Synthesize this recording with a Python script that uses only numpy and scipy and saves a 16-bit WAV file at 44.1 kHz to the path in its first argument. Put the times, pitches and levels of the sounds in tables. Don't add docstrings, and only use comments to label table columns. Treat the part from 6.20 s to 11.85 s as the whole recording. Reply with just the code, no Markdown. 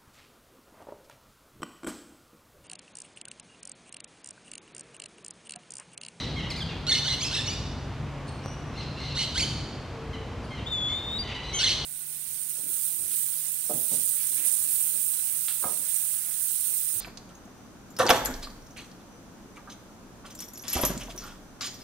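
import sys
import numpy as np
from scipy import signal
from scipy.fft import rfft, irfft, next_fast_len
from scipy.io import wavfile

SR = 44100
rng = np.random.default_rng(int(sys.argv[2]) if len(sys.argv) > 2 else 0)


def materialize(psi):
    bounded = np.clip(np.atleast_2d(psi).T, -1, 1)
    quanta = np.round(bounded * 32767).astype(np.int16)
    wavfile.write(sys.argv[1], SR, quanta)


N = 249165
TIME = np.arange(N) / SR
SIDES = np.array([[1], [-1]]) / 2


def from_db(db):
    return 10 ** (np.asarray(db) / 20)


def rms_one(x):
    return x / np.sqrt(np.mean(x ** 2) + 1e-20)


def bin_hz(size):
    return np.arange(size // 2 + 1) * SR / size


def at_hz(points, hz):
    f, value = np.transpose(points)
    return np.interp(np.log(np.maximum(hz, 1)), np.log(f), value)


def wander(rate_hz, size):
    smoothing = 1 + (bin_hz(size) / rate_hz) ** 2
    return rms_one(irfft(rfft(rng.standard_normal(size)) / smoothing, size))


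# (f/Hz, correlation)
LEFT_RIGHT_LIKENESS = [(30, .998), (60, 1), (130, 0.99), (270, 0.93), (1000, 0.96), (3000, 0.88),
                       (6000, 0.65), (12000, 0.48)]


def diffuse(spectrum, size):
    hz = bin_hz(size)
    mid, side = rfft(rng.standard_normal((2, size)))
    alike = np.clip(at_hz(LEFT_RIGHT_LIKENESS, hz), 0, 1)
    pair = np.sqrt(1 + alike) * mid + np.sqrt(1 - alike) * side * [[1], [-1]]
    return rms_one(irfft(pair * from_db(at_hz(spectrum, hz)), size))


def tone(pitch, waver, waver_hz, swell_db):
    phase = 2 * np.pi * np.cumsum(pitch * (1 + waver * wander(waver_hz, N))) / SR
    return rms_one(np.sin(phase) * from_db(swell_db * wander(waver_hz, N)))


# (f/Hz, t/s)
ECHO_DECAY = [(1000, 0.68), (3000, 1.02), (4500, 1.42), (7000, 0.8), (13000, 0.54)]


def forest_echo(early_db, early_s, gap_s, lumpy_db=1.5):
    t = TIME[:SR]
    lumps = from_db(lumpy_db * wander(150, SR))
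    scatter = diffuse([(1000, 4.0), (4300, 2.5), (6500, 1.0), (12000, 1.0)], SR) * lumps
    centres, hz = np.geomspace(1000, 14000, num=7), bin_hz(SR)
    tail = 0
    for centre, share in zip(centres, np.eye(len(centres))):
        band = irfft(rfft(scatter) * np.interp(hz, centres, share), SR)
        tail = tail + band * from_db(-60 * t / at_hz(ECHO_DECAY, centre))
    near_boost = 1 + from_db(early_db) * np.exp(-t / early_s)
    tail = tail * near_boost * (1 - np.exp(-t / gap_s))
    return tail / np.sqrt(np.mean(np.abs(rfft(tail)[:, 2500:5000]) ** 2))


ECHO_LEAN = 0.45


def place(x, echo, lead_us, pan_db, direct_db, echo_db):
    size = next_fast_len(N + SR)
    turn = 2j * np.pi * bin_hz(size) * SIDES * lead_us / 1e6
    direct = from_db(direct_db + pan_db * SIDES) * np.exp(turn)
    echo_gain = from_db(echo_db + ECHO_LEAN * pan_db * SIDES)
    scattered = echo_gain * np.exp(ECHO_LEAN * turn) * rfft(echo, size)
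    return irfft(rfft(x, size) * (direct + scattered), size)[:, :N]


CUTOFF_HZ = 15100
WOBBLE, WOBBLE_HZ = 0.0298, 91.3
PULSE_DB, PULSE_HZ = 2, 220


def syrinx(call, throat, jitter, jitter_hz, flutter_db, subtone):
    start, pitch, level, rough = call
    size, rough = len(pitch), np.clip(rough, 0, 1)
    shake = jitter * wander(jitter_hz, size) + WOBBLE * wander(WOBBLE_HZ, size)
    phase = 2 * np.pi * np.cumsum(pitch * (1 + rough * shake)) / SR
    orders = np.arange(2, 25)[:, None] / 2
    flutter = np.array([rms_one(from_db(flutter_db * rough * np.tanh(wander(jitter_hz, size))))
                        for _ in orders])
    weight = np.where(orders % 1, subtone * rough ** 2, 1) * (orders * pitch < CUTOFF_HZ)
    sines = np.sin(orders * phase + rng.uniform(0, 2 * np.pi, orders.shape))
    wave = np.sum(weight * flutter * sines, axis=0)
    wave = wave * rms_one(from_db(PULSE_DB * rough * np.tanh(wander(PULSE_HZ, size))))
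    passed = np.sqrt(np.sum((weight * from_db(at_hz(throat, orders * pitch))) ** 2, axis=0) / 2)
    soft_ends = signal.windows.tukey(size, min(1, 200 / size))
    source = wave / passed * from_db(level) * soft_ends
    return np.pad(source, (SR + int(start * SR), N))[SR:SR + N]


def bird(calls, throat, jitter, jitter_hz, flutter_db, subtone):
    source = sum(syrinx(call, throat, jitter, jitter_hz, flutter_db, subtone) for call in calls)
    size = next_fast_len(N + 2000)
    return irfft(rfft(source, size) * from_db(at_hz(throat, bin_hz(size))), size)[:N]


FADE_DB = 15


def envelope_db(age, attack_s, release_s):
    attack = np.maximum(0, 1 - age / attack_s)
    release = np.maximum(0, 1 - (age[-1] - age) / release_s)
    return -FADE_DB * (attack + release)


BOW_SKEW = .75


def note(row, attack_s, release_s):
    start, length, from_hz, to_hz, bow_hz, db, rough = row
    age = TIME[:int(length * SR)]
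    along = age / length
    pitch = from_hz + (to_hz - from_hz) * along + bow_hz * np.sin(np.pi * along ** BOW_SKEW)
    return start, pitch, db + envelope_db(age, attack_s, release_s), np.full(len(age), rough)


BREAK_S = .0045


def course(points):
    s, pitch, level, rough = np.transpose(sorted(points))
    t = s[0] + TIME[:int((s[-1] - s[0]) * SR)]
    last = np.searchsorted(s, t, side="right") - 1
    is_break = np.diff(s)[last] < BREAK_S
    pitch = np.where(is_break, pitch[last], np.interp(t, s, pitch))
    return s[0], pitch, np.interp(t, s, level), np.interp(t, s, rough)


# (f/Hz, relative level/dB per Hz)
RUMBLE_COLOUR = [(15, -30), (25, -20.5), (54, 1.5), (108, -1), (139, -2), (172, -8), (267, -9), (335, -14),
                 (470, -18.5), (500, -18.5), (650, -42), (1100, -120)]


def low_rumble(level_db=-38, swell_db=1.5, swell_hz=3):
    return diffuse(RUMBLE_COLOUR, N) * from_db(level_db + swell_db * wander(swell_hz, N))


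# (t/s, f/Hz, level/dB)
DRONE_COURSE = [(0, 146.1, -41), (0.449, 158, -40), (0.748, 141.3, -43), (2.9, 141.1, -43),
                (4.1, 139.9, -55.5), (5.65, 146.7, -61)]
# (f/Hz, relative level/dB per Hz)
DRONE_NOISE_COLOUR = [(60, -30), (110, 0), (290, -3), (450, -30), (1100, -120)]


def fading_drone(noise_db=-4):
    s, pitch, level = np.transpose(DRONE_COURSE)
    level_db = np.interp(TIME, s, level)
    drone = tone(np.interp(TIME, s, pitch), waver=0.0349, waver_hz=10.0, swell_db=2.0)
    hum = diffuse(DRONE_NOISE_COLOUR, N) * from_db(level_db + noise_db)
    return drone * from_db(level_db) + hum


# (f/Hz, relative level/dB per Hz)
AIR_COLOUR = [(350, 0.5), (600, 1.5), (1100, -1), (1600, -6.5), (2500, -9), (4000, -16), (6000, -21),
              (9000, -30.5), (12000, -39), (15000, -50)]


def air_wash(level_db=-43):
    return diffuse([(100, -6.0)] + AIR_COLOUR, N) * from_db(level_db)


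# (start t/s, length t/s, from f/Hz, to f/Hz, level/dB)
FAR_HOOTS = [(3.702, 0.37, 455, 445, -46.5), (4.05, .22, 472, 462, -49.5)]


def hoots(fade_s=0.035):
    out = 0
    for start, length, from_hz, to_hz, db in FAR_HOOTS:
        pitch = np.interp(TIME, [start, start + length], [from_hz, to_hz])
        swell = np.clip(np.minimum(TIME - start, start + length - TIME) / fade_s, 0, 1)
        out = out + from_db(db) * swell * tone(pitch, waver=0.0041, waver_hz=8.6, swell_db=0.5)
    return out


def background(pan_db=0.7):
    return (low_rumble() + fading_drone() + hoots()) * from_db(pan_db * SIDES) + air_wash()


# (t/s, knock level/dB, snap level/dB)
CLICKS = [(2.260, -19.5, -28), (4.657, -45, -37)]


def clicks(knock_s=0.00025, snap_s=.0004, snap_top_hz=6000):
    out = np.zeros(N)
    for s, knock_db, snap_db in CLICKS:
        age = TIME[TIME >= s] - s
        burst = rng.standard_normal(len(age)) * np.exp(-age / snap_s)
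        snap = signal.lfilter(*signal.butter(1, snap_top_hz, fs=SR), burst)
        knock = (age / knock_s * np.exp(1 - age / knock_s)) ** 2
        out[N - len(age):] += from_db(snap_db) * snap - from_db(knock_db) * knock
    return out


# (start t/s, length t/s, from f/Hz, to f/Hz, bow f/Hz, level/dB, roughness 0-1)
NASAL_NOTES = [ (0.159, 0.052, 1020, 895, 109.5, -44, 0.14), (.222, 0.051, 993, 953, -10, -47, 0.39),
               (.485, 0.048, 950, 784, 21.5, -47, .4), (3.928, 0.03, 1077, 960, -15.5, -47.5, 0.2),
               (4.302, 0.06, 1045, 1020, 17, -49.5, 0.22), (4.362, 0.039, 1011, 899, 7.5, -51.5, .3),
               (4.680, 0.051, 1024, 1046, 35.5, -48, 0.35), (5.028, 0.04, 1037, 977, 1, -47.5, 0.31),
               (5.07, .06, 999, 896, 29.5, -43.5, 0.63), (5.143, 0.032, 1038, 986, -9, -42.5, 0.22),
               (5.2, 0.074, 1000, 1000, 12.5, -50.5, 0.35), (5.322, 0.057, 1063, 1075, 23.5, -45.5, 0.25)]
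# (f/Hz, level/dB)
NASAL_FILTER = [(1000, -7), (1700, -9), (2050, 3), (3100, 4), (4100, -3.5), (5000, -13.5), (6200, -13),
                (7200, -25), (12000, -39)]


def nasal_calls(echo):
    calls = bird([note(row, attack_s=0.0054, release_s=0.0018) for row in NASAL_NOTES],
                 NASAL_FILTER, jitter=0.058, jitter_hz=400, flutter_db=17.0, subtone=1.0)
    return place(calls, echo, lead_us=5, pan_db=0.0, direct_db=4.0, echo_db=6.0)


# (t/s, f/Hz, level/dB, roughness)
FAR_COURSES = [
    [(-.012, 2051, -44, 0.4), (0, 2024, -33, 0.47), (.03, 2010, -41.5, 0.44), (.057, 2060, -47, 1.5)],
    [(2.535, 1250, -55, 0.3), (2.572, 1400, -48, 0.5), (2.575, 2120, -43, 0.21), (2.603, 2044, -44, 0.34),
     (2.606, 1400, -46.5, 0.48), (2.64, 1306, -49, 0.56)],
    [(2.76, 1320, -51, .45), (2.8, 1420, -47, 0.5), (2.803, 2095, -42, 0.28), (2.84, 2018, -44, 0.5),
     (2.881, 2037, -46.5, 0.6), (2.884, 1454, -47, 0.41), (2.934, 1360, -43.5, 0.33)],
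    [(5.235, 1970, -49, 0.3), (5.255, 2018, -46, .25), (5.31, 2002, -44, .2), (5.325, 2000, -48, .3)],
]
# (f/Hz, level/dB)
FAR_FILTER = [(1000, -17), (1500, -11), (2050, -2), (2400, 4), (2900, 7), (3500, 9), (4100, 4), (4900, 5),
              (6200, -10), (7000, -13), (8200, -18.5), (12000, -36)]


def far_screeches(echo):
    calls = bird([course(points) for points in FAR_COURSES],
                 FAR_FILTER, jitter=0.088, jitter_hz=424, flutter_db=14.0, subtone=1.0)
    return place(calls, echo, lead_us=4, pan_db=0.0, direct_db=0.5, echo_db=4.5)


# (start t/s, length t/s, from f/Hz, to f/Hz, bow f/Hz, level/dB, roughness 0-1)
PEEP_NOTES = [(2.064, 0.042, 3950, 4280, 400, -50, 0.58), (2.228, 0.072, 2654, 2760, 240, -51, 0.18),
              (2.288, 0.062, 2830, 2800, 110, -54, 0.2), (4.230, 0.041, 4900, 4230, 80, -56.5, 0.31)]
# (f/Hz, level/dB)
PEEP_FILTER = [(2800, 0), (4500, -6.5), (5900, 4.5), (9200, -11), (11500, -25), (15000, -50)]


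def far_peeps(echo):
    calls = bird([note(row, attack_s=0.012, release_s=0.014) for row in PEEP_NOTES],
                 PEEP_FILTER, jitter=0.057, jitter_hz=254, flutter_db=27.0, subtone=0.35)
    return place(calls, echo, lead_us=28, pan_db=-1.0, direct_db=0.0, echo_db=1.5)


# (start t/s, length t/s, from f/Hz, to f/Hz, bow f/Hz, level/dB, roughness 0-1)
CHIRP_NOTES = [(0.299, 0.029, 2905, 1934, -270, -37.5, .34), (.355, 0.014, 1693, 2280, -60, -40, .4),
               (.364, 0.036, 2466, 2130, 70, -45, 0.32), (0.401, .034, 1863, 1545, -49, -38.5, 0.34)]
# (f/Hz, level/dB)
CHIRP_FILTER = [(1500, -5), (2400, -10), (2800, -7), (3400, 11), (4300, -2.5), (5400, -5.5), (6300, -15.5),
                (7500, -18), (9000, -22), (11500, -29), (13000, -37), (15000, -45)]


def soft_chirps(echo):
    calls = bird([note(row, attack_s=0.0041, release_s=0.0031) for row in CHIRP_NOTES],
                 CHIRP_FILTER, jitter=0.027, jitter_hz=400, flutter_db=2.0, subtone=0.52)
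    return place(calls, echo, lead_us=13.0, pan_db=0.0, direct_db=3.0, echo_db=2.5)


# (t/s, f/Hz, level/dB)
WHISTLE_COURSE = [(4.459, 3240, -44), (4.474, 3587, -33), (4.497, 3704, -43.5), (4.526, 3565, -28.5),
                  (4.58, 3448, -31), (4.654, 3417, -30.5), (4.778, 3597, -31), (4.807, 3645, -41),
                  (4.906, 3613, -34.5), (4.975, 3820, -32), (4.981, 3870, -28)]
# (start t/s, length t/s, from f/Hz, to f/Hz, bow f/Hz, level/dB, roughness 0-1)
WHISTLE_LAST_NOTE = (4.982, .06, 4430, 4500, 240, -29.5, .08)
# (f/Hz, level/dB)
WHISTLE_FILTER = [(3000, 12), (4700, -24.5), (7000, -21), (9400, -46), (11000, -27.5), (13000, -65)]


def long_whistle(echo, rough=0.036):
    held = bird([course([(*point, rough) for point in WHISTLE_COURSE])],
                WHISTLE_FILTER, jitter=0.073, jitter_hz=200, flutter_db=21.0, subtone=.1)
    last_note = bird([note(WHISTLE_LAST_NOTE, attack_s=0.0082, release_s=0.032)],
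                     WHISTLE_FILTER, jitter=0.047, jitter_hz=200, flutter_db=15.0, subtone=.1)
    return (place(held, echo, lead_us=51.0, pan_db=3.0, direct_db=0.0, echo_db=-8.5)
            + place(last_note, echo, lead_us=51.4, pan_db=2.5, direct_db=-1.0, echo_db=-11.5))


# (start t/s, length t/s, from f/Hz, to f/Hz, bow f/Hz, level/dB, roughness 0-1)
SQUEAL_NOTES = [(5.329, .106, 2797, 2376, 518, -30, 0.15)]
# (f/Hz, level/dB)
SQUEAL_FILTER = [(2400, -8), (3200, -11), (4800, -5), (6400, -9), (7600, -11), (9500, -22), (13000, -42)]


def arched_squeal(echo):
    calls = bird([note(row, attack_s=0.018, release_s=0.014) for row in SQUEAL_NOTES],
                 SQUEAL_FILTER, jitter=0.042, jitter_hz=300, flutter_db=23.0, subtone=.3)
    return place(calls, echo, lead_us=46, pan_db=2.0, direct_db=0.0, echo_db=-5.0)


FLIP_RATIO, FLIP_DB, FLIP_ROUGH = 1.32, 5.5, 0.16


def yelp(row, attack_s, release_s):
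    *glide, flip_after, flip_s, slide_s = row
    start, pitch, level, rough = note(glide, attack_s, release_s)
    since = TIME[:len(pitch)] - flip_after
    up = np.clip(since / slide_s + .5, 0, 1) * (since < flip_s)
    return start, pitch * FLIP_RATIO ** up, level + up * FLIP_DB, rough + up * (FLIP_ROUGH - rough)


# (start t/s, length t/s, from f/Hz, to f/Hz, bow f/Hz, level/dB, roughness 0-1,
#                middle of the flip's slide after the start t/s, from there to the drop back t/s, slide t/s)
YELP_NOTES = [(.992, .096, 1969, 2702, 190, -32, 0.44, .029, .02, 0.0145),
              (1.246, .1, 2263, 2542, -170, -36, 0.27, .029, .021, 0.0045)]
# (f/Hz, level/dB)
YELP_FILTER = [(2000, -5.5), (3000, -4), (4200, 2), (5200, 0.5), (6100, -3), (7400, -5), (8500, -25),
               (10000, -14), (11800, -27), (13500, -39)]


def shrill_yelps():
    return bird([yelp(row, attack_s=0.02, release_s=0.0061) for row in YELP_NOTES],
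                YELP_FILTER, jitter=0.06, jitter_hz=450, flutter_db=18.0, subtone=0.49)


RASP_HZ, RASP_RATIO = 87, 1.43
RASP_SNAP, RASP_BIAS, RASP_UNEVEN = 1.3, .35, .09
# (f/Hz, level/dB with the beak nearly shut, level/dB wide open)
SCREECH_FILTER = [(1000, -11, -21), (1510, -9.5, -3), (2250, -9.5, -10.5), (2530, -10.5, -8.5),
                  (3050, 1.5, -0.5), (3560, 5.5, 3.5), (4390, 3.5, -1), (4920, -7, -3.5), (5500, -8, -6.5),
                  (6130, -5.5, -11), (6600, -13.5, -9), (8270, -15.5, -13.5), (10000, -26, -19),
                  (11500, -20.5, -24), (13600, -53, -44)]


def screech(opening, rasp_s, points):
    opening = np.clip(opening, 0, 1)
    throat = [(hz, shut + opening * (wide - shut)) for hz, shut, wide in SCREECH_FILTER]
    start, pitch, level, rough = course(points)
    since = np.maximum(0, start + TIME[:len(pitch)] - rasp_s)
    turns = since * RASP_HZ + RASP_UNEVEN * wander(RASP_HZ, len(pitch)) * (since > 0)
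    up = np.clip(.5 - RASP_SNAP * np.cos(2 * np.pi * turns) - RASP_BIAS, 0, 1)
    call = (start, pitch * RASP_RATIO ** up, level, rough)
    return bird([call], throat, jitter=0.05, jitter_hz=426, flutter_db=10.0, subtone=1.0)


# (beak opening 0-1, start of rasp t/s,
#                                          list of (t/s, f/Hz, level/dB, roughness 0-1))
SCREECH_BURSTS = [ (0.06, .744, [(.666, 1342, -32, 0.65), (.676, 1392, -28.5, 0.35), (.692, 1491, -26, .35),
                  (.695, 2228, -20.5, 0.27), (.712, 2005, -25.5, 0.3), (.722, 1693, -19, 0.5),
                  (.731, 2121, -19.5, 0.27), (.743, 2134, -25, 0.35), (.758, 2123, -25.5, 0.32),
                  (.775, 2100, -28.5, 0.34), (.79, 2025, -28, .4), (.804, 2060, -39, .6)]),
                  (0.086, .924, [(.842, 1405, -32, 0.5), (.866, 1539, -29, 0.16), (.869, 2185, -33, 0.66),
                  (.879, 2090, -26, .4), (.886, 1678, -25, 0.27), (.89, 2048, -28, 0.44),
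                  (.905, 2008, -29, .75), (.926, 2041, -27.5, 0.31), (.946, 2004, -29, 0.54),
                  (.954, 2020, -38, 0.5)]), (0.33, 1.204, [(1.11, 1350, -31, 0.4), (1.132, 1560, -33, 0.49),
                  (1.143, 1877, -29.5, 0.5), (1.147, 2860, -27, .4), (1.152, 2612, -27.5, 0.4),
                  (1.156, 1947, -29, 0.52), (1.167, 1956, -30, 0.8), (1.17, 2754, -30, 0.4),
                  (1.177, 2742, -26.5, 0.46), (1.179, 1848, -31, 0.5), (1.194, 1773, -24.5, 0.4),
                  (1.203, 1800, -31.5, 0.33), (1.222, 1826, -32, 0.4)]),
                  (0.23, 2.987, [(2.948, 1096, -39, 0.3), (2.962, 1372, -32, 0.35),
                  (2.972, 1457, -31, 0.29), (2.974, 1883, -28, 0.36), (2.982, 2128, -28, 0.4),
                  (3.005, 2096, -28, .4), (3.024, 2107, -28, 0.42), (3.048, 2080, -32, 0.53),
                  (3.06, 2120, -38, 0.7)]), (1, 3.245, [(3.146, 1085, -37, 0.4), (3.158, 1522, -30, 0.5),
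                  (3.173, 1630, -30.5, 0.32), (3.181, 2110, -21.5, 0.3), (3.188, 2178, -25.5, 0.3),
                  (3.191, 2806, -27.5, 0.3), (3.201, 2354, -24, 0.33), (3.205, 2820, -29, 0.26),
                  (3.208, 2177, -23.5, 0.27), (3.219, 2326, -26, 0.14), (3.228, 2266, -25, 0.4),
                  (3.23, 3184, -25.5, 0.15), (3.24, 3016, -27, 0.38), (3.244, 2280, -35, 0.7),
                  (3.265, 2220, -46, 0.77)]), (.05, 5.479, [(5.386, 1386, -32, 0.9),
                  (5.405, 1501, -27, 0.53), (5.416, 1530, -24, 0.64), (5.428, 1411, -31, 0.6),
                  (5.431, 1770, -21, 0.58), (5.438, 1760, -22, 0.5), (5.442, 2206, -19.5, 0.47),
                  (5.449, 2188, -20, .55), (5.457, 1900, -23, 0.6), (5.461, 3268, -20.5, 0.6),
                  (5.472, 2995, -22.5, 0.35), (5.476, 2084, -22, 0.43), (5.49, 2105, -23.5, .5),
                  (5.515, 2110, -24.5, 0.63), (5.545, 2076, -35, .7)])]


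def screeching_bird(echo):
    calls = sum(screech(*row) for row in SCREECH_BURSTS) + shrill_yelps()
    return place(calls, echo, lead_us=-38.0, pan_db=-2.0, direct_db=-1.0, echo_db=-3.5)


def scene():
    echo = forest_echo(early_db=-5.5, early_s=0.031, gap_s=0.0025)
    far_echo = forest_echo(early_db=-27, early_s=0.02, gap_s=0.00077)
    far_birds = nasal_calls(far_echo) + far_screeches(far_echo) + far_peeps(far_echo)
    left_bird = long_whistle(echo) + arched_squeal(echo)
    near_birds = soft_chirps(echo) + left_bird + screeching_bird(echo)
    return background() + clicks() + far_birds + near_birds


def record(dry):
    return signal.sosfilt(signal.ellip(10, .1, 80, CUTOFF_HZ, fs=SR, output="sos"), dry)


dry = scene()
out = record(dry)
materialize(out)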